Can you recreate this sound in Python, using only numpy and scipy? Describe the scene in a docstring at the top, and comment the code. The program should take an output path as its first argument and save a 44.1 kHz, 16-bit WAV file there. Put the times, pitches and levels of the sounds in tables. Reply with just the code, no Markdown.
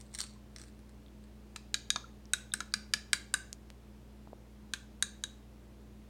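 """In a small kitchen an eggshell is cracked and pulled apart over a glass bowl, as brittle snaps over crumbling noise.
A steel spoon then beats the egg about five times a second, with a pause before the last three strokes:
damped bowl and spoon modes, a noisy edge crack, a dull knock and a counter boom.
A few taps and wet pops are damped tones. The room answers shell, spoon and pops with short diffuse tails,
and an appliance motor hums underneath on wavering sine lines over fan rumble and hiss."""
import sys
import numpy as np
from scipy import signal
from scipy.fft import rfft, irfft, next_fast_len
from scipy.io import wavfile
from scipy.ndimage import map_coordinates

SR = 44100
rng = np.random.default_rng(int(sys.argv[2]) if len(sys.argv) > 2 else 0)


def bounce(signal):
    """Save signal as a 16-bit WAV file at the path given by the first command-line argument."""
    frames = np.transpose(np.atleast_2d(signal))
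    limited = np.clip(frames, -1, 1)
    pcm = np.round(limited * 32767).astype(np.int16)
    wavfile.write(sys.argv[1], SR, pcm)


N = 268569  # length [samples]

# Spoon strokes on the bowl: t/s, stroke level/dB; then, relative to that stroke: upper rim level/dB,
# spoon level/dB, highest modes level/dB, edge crack level/dB; then first rim f/Hz, second rim f/Hz, spoon f/Hz
SPOON_STROKES = [(1.56, -42, 2, 4, -5, 9, 1303, 4020, 4750),
                 (1.7418, -32.5, 8, 10, -2.5, 8, 1640, 3910, 4620),
                 (1.9027, -31, 11, 9, 3, -3, 1660, 3762, 4800),
                 (1.959, -29.5, -0.5, 1.5, -20, -9, 1260, 3654, 4500),
                 (2.3339, -25, 0, -7, 3, 1.5, 1510, 3840, 5260),
                 (2.537, -27.5, -5, -8.5, 3.5, 0.5, 1573, 3980, 4940),
                 (2.6039, -30.5, -7, -8, -15, -0.5, 1375, 3890, 5000),
                 (2.7382, -26, -4, 6.5, -2, -3, 1537, 3960, 4706),
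                 (2.9361, -24, -3, 7, -4, 1.5, 1720, 3994, 4760),
                 (3.1308, -21, -4.5, 2, 0, 1, 1590, 3950, 4690),
                 (3.3392, -24, -5, -13, 3, 1.5, 1550, 3900, 4760),
                 (4.7355, -29.5, -3, -8.5, -4, 1, 1588, 3970, 4690),
                 (5.0243, -27, 4.5, -0.5, 4, 0, 1597, 3856, 4600),
                 (5.2375, -34.5, 6, -5.5, 0, -1.5, 1620, 3820, 4550)]
# Balance of the six mode families in an even stroke, low to high: level/dB
FAMILY_BALANCE = [-0.5, -11, -0.03, -3.5, -2.5, .5]
# Steel edge on glass, noise colour: f/Hz, level/dB
CRACK_COLOUR = [(200, -4), (800, -22), (1300, -17), (2200, 5.5), (4500, 1.5), (9000, -4), (10500, -9),
                (13000, -15), (16000, -28.5)]
# The bowl's base on the counter, noise colour: f/Hz, level/dB
KNOCK_COLOUR = [(100, -13), (200, 8.5), (330, -7), (500, -1.5), (750, -2), (1000, 5), (1300, -1.5),
                (2000, -28.5), (4000, -60)]
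# Counter top and cupboard, noise colour: f/Hz, level/dB
BOOM_COLOUR = [(90, -27.5), (150, -11.5), (205, 10.5), (240, -12.5), (320, -9.5), (420, -14.5),
               (700, -36.5)]
# A deep stroke pulls the first rim mode under this pitch and knocks harder
FREE_RIM_HZ, KNOCK_DB_PER_OCTAVE = 1497, 66


def clinks(ring_db=-4.0, ring_length=1.16, crack_db=0, crack_t60=0.013, rise=0.00032,
           knock_db=-25, knock_t60=0.045, boom_db=-30, boom_t60=0.46, lag=0.00065):
    """Where the spoon lands shares the blow between rim and spoon; hard contact adds highest modes and a crack."""
    out = np.zeros(N)
    t = np.arange(SR // 4) / SR
    for s, db, rim_db, spoon_db, hard_db, edge_db, *main_hz in SPOON_STROKES:
        family_db = db + np.add(FAMILY_BALANCE, [0, spoon_db, rim_db, spoon_db, rim_db, hard_db])
        ring = amp(ring_db) * bowl_ring(family_db, main_hz, ring_length, t)
        add(out, s + lag, in_kitchen(ring, wet_db=-15.0, near_db=-17.0))
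        # the spoon's edge chatters on the glass, and the bowl knocks dully on the counter
        crack = amp(db + crack_db + edge_db) * burst(CRACK_COLOUR, crack_t60, t)
        depth_octaves = max(np.log2(FREE_RIM_HZ / main_hz[0]), 0)
        knock_level = db + knock_db + KNOCK_DB_PER_OCTAVE * depth_octaves
        knock = amp(knock_level) * burst(KNOCK_COLOUR, knock_t60, t)
        contact = (crack + knock) * (1 - np.exp(-t / rise))
        add(out, s + lag, in_kitchen(contact, wet_db=-11.5, near_db=-7.0))
        # the lowest modes shake the counter, which answers with a faint boom
        boom = amp(db + boom_db) * burst(BOOM_COLOUR, boom_t60, t)
        add(out, s, boom * (1 - np.exp(-t / .006)))
    return out


# Bowl and spoon damped by egg and hand, the four main modes first:
# nominal f/Hz, level within its family/dB, t60/s before the ring length factor
BOWL_MODES = [(1590, 2.5, 0.016), (3920, -1, .02), (4760, 4, 0.01), (6520, 0, 0.014), (1220, -15, 0.0251),
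              (1452, -12, 0.031), (1681, -9, 0.031), (1983, -21, 0.014), (2060, -4, 0.014),
              (2366, -1.5, 0.019), (3030, -5.5, 0.007), (3330, -7.5, 0.0067), (3740, -1.5, 0.012),
              (4107, -13.5, 0.0055), (4500, -20, 0.015), (5150, -2.5, 0.0086), (5575, -10.5, 0.023),
              (6070, 0, 0.0085), (6886, 2, 0.0089), (7190, -4.5, 0.0079), (8145, 5, 0.0071),
              (8460, -5, 0.0066), (9110, 3.5, 0.006), (9385, -10, 0.0067), (11120, -13, .005),
              (11140, -13, 0.011), (12740, -16, 0.0064)]
# Borders between the six mode families: f/Hz
FAMILY_BORDERS = [2000, 3200, 4300, 5900, 6900]


def bowl_ring(family_db, main_hz, length, t, build_cycles=1.75, detune=0.0094,
              after_db=-31, after_t60=0.124, top_follow=.14):
    """Mode families each at its own level; the egg stops them within a few hundredths of a second."""
    mode_hz, mode_db, t60 = np.transpose(BOWL_MODES)
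    family = np.digitize(mode_hz, FAMILY_BORDERS)
    hz = mode_hz * (1 + detune * rng.standard_normal(len(mode_hz)))
    hz[:len(main_hz)] = main_hz  # the pressing spoon and the moving egg shift the main modes
    hz[3] = mode_hz[3] * (main_hz[0] / mode_hz[0]) ** top_follow  # the top rim mode leans with the first
    cycles = hz[:, None] * t
    decay = amp(-60 * t / (length * t60[:, None]))
    decay[1:4] += amp(after_db - 60 * t / after_t60)  # the upper main modes sing on faintly
    build = 1 - np.exp(-cycles / build_cycles)  # the wave needs a cycle or two to run round the rim
    tones = np.sin(2 * np.pi * (cycles + rng.random((len(hz), 1))))
    modes = amp(mode_db[:, None]) * decay * build * tones
    return sum(amp(db) * unit_attack(modes[family == k].sum(axis=0)) for k, db in enumerate(family_db))


# Loudest snaps of the shell, then its last ticks as it is lifted away: t/s, level/dB before the snap trim
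SHELL_SNAPS = [(.0024, -45), (0.011, -37), (0.1403, -32.5), (0.1484, -26), (.1775, -39), (0.186, -34),
               (0.1878, -26.5), (0.2046, -25), (0.2136, -22), (0.5615, -33), (.584, -38.5), (.596, -47),
               (0.615, -36.5), (.637, -45), (0.7913, -53), (0.893, -49.5), (1.2392, -50.5)]
# Snapping shell, noise colour: f/Hz, level/dB
SNAP_COLOUR = [(400, -32), (900, -7), (1300, -22), (1900, -2.5), (2500, -16), (3300, -3.5), (4200, -1),
               (5200, -2.5), (5900, 1), (6700, -11), (8700, 7), (10200, -15), (15000, -36)]
# Crumbling shell, noise colour: f/Hz, level/dB
CRUMBLE_COLOUR = [(400, -31), (1000, -4), (1900, -5), (2600, -8), (3600, 0), (4400, 6.5), (5400, -13),
                  (7000, 1), (8900, 3.5), (10200, -14), (15000, -33.5)]
# Hollow halves, noise colour: f/Hz, level/dB
HOLLOW_COLOUR = [(400, -32), (950, -14), (1270, 3), (1600, 6), (1900, 1), (2600, -15), (5000, -50)]
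OPEN_S, CLOSED_DB = .5, -30  # time to pull the halves apart; hollow note's offset while still closed


def eggshell(snap_db=-7, snap_length=0.0016, crumble_db=-2.0, clump_db=10.5, hollow_db=-6.0, lag=.0006):
    """Brittle snaps that stop within a few milliseconds, over clumps of fine crumbling."""
    snaps = np.zeros(N)
    t = np.arange(SR // 30) / SR
    time = np.arange(N) / SR
    listed = [(s, amp(db)) for s, db in SHELL_SNAPS]
    for s, gain in listed + chips():
        add(snaps, s + lag, gain * amp(snap_db) * np.exp(-(t / snap_length) ** 2))
    clumps = unit(amp(clump_db * wobble(500)))
    crumble = amp(crumble_db) * pressure(time) * clumps
    # as the shell opens, its hollow halves add a lower note
    closed = np.clip(1 - time / OPEN_S, 0, 1)
    hollow = amp(hollow_db + CLOSED_DB * closed) * noise(HOLLOW_COLOUR)
    shell = snaps * noise(SNAP_COLOUR) + crumble * noise(CRUMBLE_COLOUR) + (snaps + crumble) * hollow
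    return in_kitchen(shell, wet_db=-12.0, near_db=-7)[:N]


# Squeezes of the thumbs on the shell: t/s of the hardest push, crumbling level/dB before the crumble trim
THUMB_SQUEEZES = [(.004, -67), (0.202, -42.5), (0.621, -55.5)]
PRESS_DB_PER_S, RELEASE_DB_PER_S = 269, 242  # how fast a squeeze builds and lets go


def pressure(time):
    """Strength of the crumbling: each squeeze builds to its hardest push and lets go."""
    return sum(amp(db - np.maximum(PRESS_DB_PER_S * (s - time), RELEASE_DB_PER_S * (time - s)))
               for s, db in THUMB_SQUEEZES)


CHIPS_PER_S, CHIP_DB = 73, 5  # rate of small snaps; their mean offset from the squeeze before the snap trim


def chips(spread_db=6, size=200):
    """Unevenly spaced small snaps that follow the strength of the squeeze: (s, gain)."""
    draws = rng.random((size, 2))
    times = (np.arange(size) + draws[:, 0]) / CHIPS_PER_S
    offset_db = CHIP_DB + spread_db * (2 * draws[:, 1] - 1)
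    return list(zip(times, pressure(times) * amp(offset_db)))


# Light spoon touches, drips and pops in the egg: t/s, direct peak level/dB, f/Hz, t60/s
TOUCHES_AND_POPS = [(.359, -61, 1040, 0.035), (1.063, -50.5, 3600, 0.0034), (1.083, -55, 3400, .005),
                    (2.041, -43, 1360, 0.025), (2.2554, -44.5, 5550, 0.0019), (2.5196, -36, 3650, 0.0098),
                    (2.723, -47, 4500, 0.0036), (3.5293, -20.5, 6450, 0.00074),
                    (3.7028, -32, 2950, 0.00032), (4.2738, -43.5, 750, .0047), (4.3309, -35.5, 530, .0063)]
TICK_RISE = 0.12  # rise time as a share of t60


def ticks():
    """Each small touch or bursting pocket of air is one damped tone."""
    out = np.zeros(N)
    t = np.arange(SR // 20) / SR
    for s, db, hz, t60 in TOUCHES_AND_POPS:
        rise = 1 - np.exp(-(t / (TICK_RISE * t60)) ** 2)
        tone = np.sin(2 * np.pi * hz * t) * amp(-60 * t / t60) * rise
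        add(out, s, amp(db) * tone / np.abs(tone).max())
    return in_kitchen(out, wet_db=-30, near_db=-17)[:N]


# Diffuse tail of the kitchen: f/Hz, t60/s
KITCHEN_DECAY = [(300, 0.54), (1500, 0.41), (4000, 0.37), (7000, 0.37), (10000, 0.22), (15000, 0.24)]


def in_kitchen(x, wet_db, near_db, gap=0.0005, near_t60=0.075):
    """The direct sound, quick returns from counter and hand, and a fresh diffuse tail."""
    hz, t, z = signal.stft(rng.standard_normal(SR // 2), SR, nperseg=256)
    decay = amp(-60 * t / along(KITCHEN_DECAY, hz)[:, None])
    tail = signal.istft(z * decay, SR, nperseg=256)[1]
    t = np.arange(len(tail)) / SR
    arrival = 1 - np.exp(-(t / gap) ** 2)
    tail = tail * arrival
    near = rng.standard_normal(len(t)) * arrival * amp(-60 * t / near_t60)
    response = amp(wet_db) * tail / np.linalg.norm(tail) + amp(near_db) * near / np.linalg.norm(near)
    response[0] = 1  # direct sound
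    return signal.fftconvolve(x, response)


# Appliance motor lines: mean f/Hz, rms level/dB before flutter, flutter depth/dB
MOTOR_LINES = [(59.2, -55.8, .25), (118.8, -64.5, 1.3), (210.4, -60, 1.8), (296, -77, 4), (343, -75, 4.5)]
# Fan rumble and faint hiss, noise colour: f/Hz, level/dB
AIR_COLOUR = [(22, -12), (35, -8), (70, 0), (100, .5), (160, -1), (230, -.5), (320, -2.5), (450, -5),
              (700, -11), (1400, -18.5), (2800, -22), (5600, -26.5), (10000, -31), (16000, -34)]


def appliance(air_db=-60.0, drift=0.00169):
    """Motor lines over fan rumble and faint hiss; all share one pitch drift, each flutters in level."""
    t = np.arange(N) / SR
    turned = t + drift * np.cumsum(wobble(6)) / SR
    hum = np.zeros(N)
    for hz, db, flutter_db in MOTOR_LINES:
        level = np.sqrt(2) * amp(db + flutter_db * wobble(10))
        hum += level * np.sin(2 * np.pi * (hz * turned + rng.random()))
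    return hum + amp(air_db) * noise(AIR_COLOUR)


def amp(db):
    """Decibels to gain."""
    return 10 ** (np.asarray(db) / 20)


def unit(x):
    """Scale to rms 1."""
    return x / np.sqrt(np.mean(x ** 2) + 1e-20)


def unit_attack(x, size=176):
    """Scale so that the first four milliseconds have rms 1."""
    return x / np.sqrt(np.mean(x[:size] ** 2) + 1e-20)


def along(points, hz):
    """Read (Hz, value) points on a log frequency axis."""
    f, v = np.transpose(points)
    return np.interp(np.log(hz + 1), np.log(f + 1), v)


def filtered(x, response):
    """Shape the spectrum of x with a gain given as a function of frequency."""
    m = next_fast_len(len(x) + SR // 4)
    return irfft(rfft(x, m) * response(np.fft.rfftfreq(m, 1 / SR)), m)[:len(x)]


def coloured(size, spectrum):
    """Noise of rms 1 with the given colour."""
    return unit(filtered(rng.standard_normal(size), lambda hz: amp(along(spectrum, hz))))


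def noise(spectrum):
    """Coloured noise as long as the scene."""
    return coloured(N, spectrum)


def burst(spectrum, t60, t):
    """Coloured noise of rms 1 under an exponential decay that starts at full level."""
    return coloured(len(t), spectrum) * amp(-60 * t / t60)


def wobble(rate):
    """A smooth random curve, rate knots a second."""
    knots = rng.standard_normal(int(N * rate / SR) + 4)
    return map_coordinates(knots, [np.arange(N) * rate / SR])


def add(track, s, sound):
    """Mix a sound into the track at s seconds."""
    start = max(round(s * SR), 0)
    part = track[start:start + len(sound)]
    part += sound[:len(part)]


def scene():
    """Spoon, shell and egg over the kitchen's hum."""
    return (clinks() + eggshell() + ticks() + appliance())[None]


TOP_HZ = 16600  # the microphone's band limit


def record(dry):
    """The microphone keeps nothing above its band limit."""
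    return np.array([filtered(channel, lambda hz: hz < TOP_HZ) for channel in dry])


dry = scene()
out = record(dry)
bounce(out)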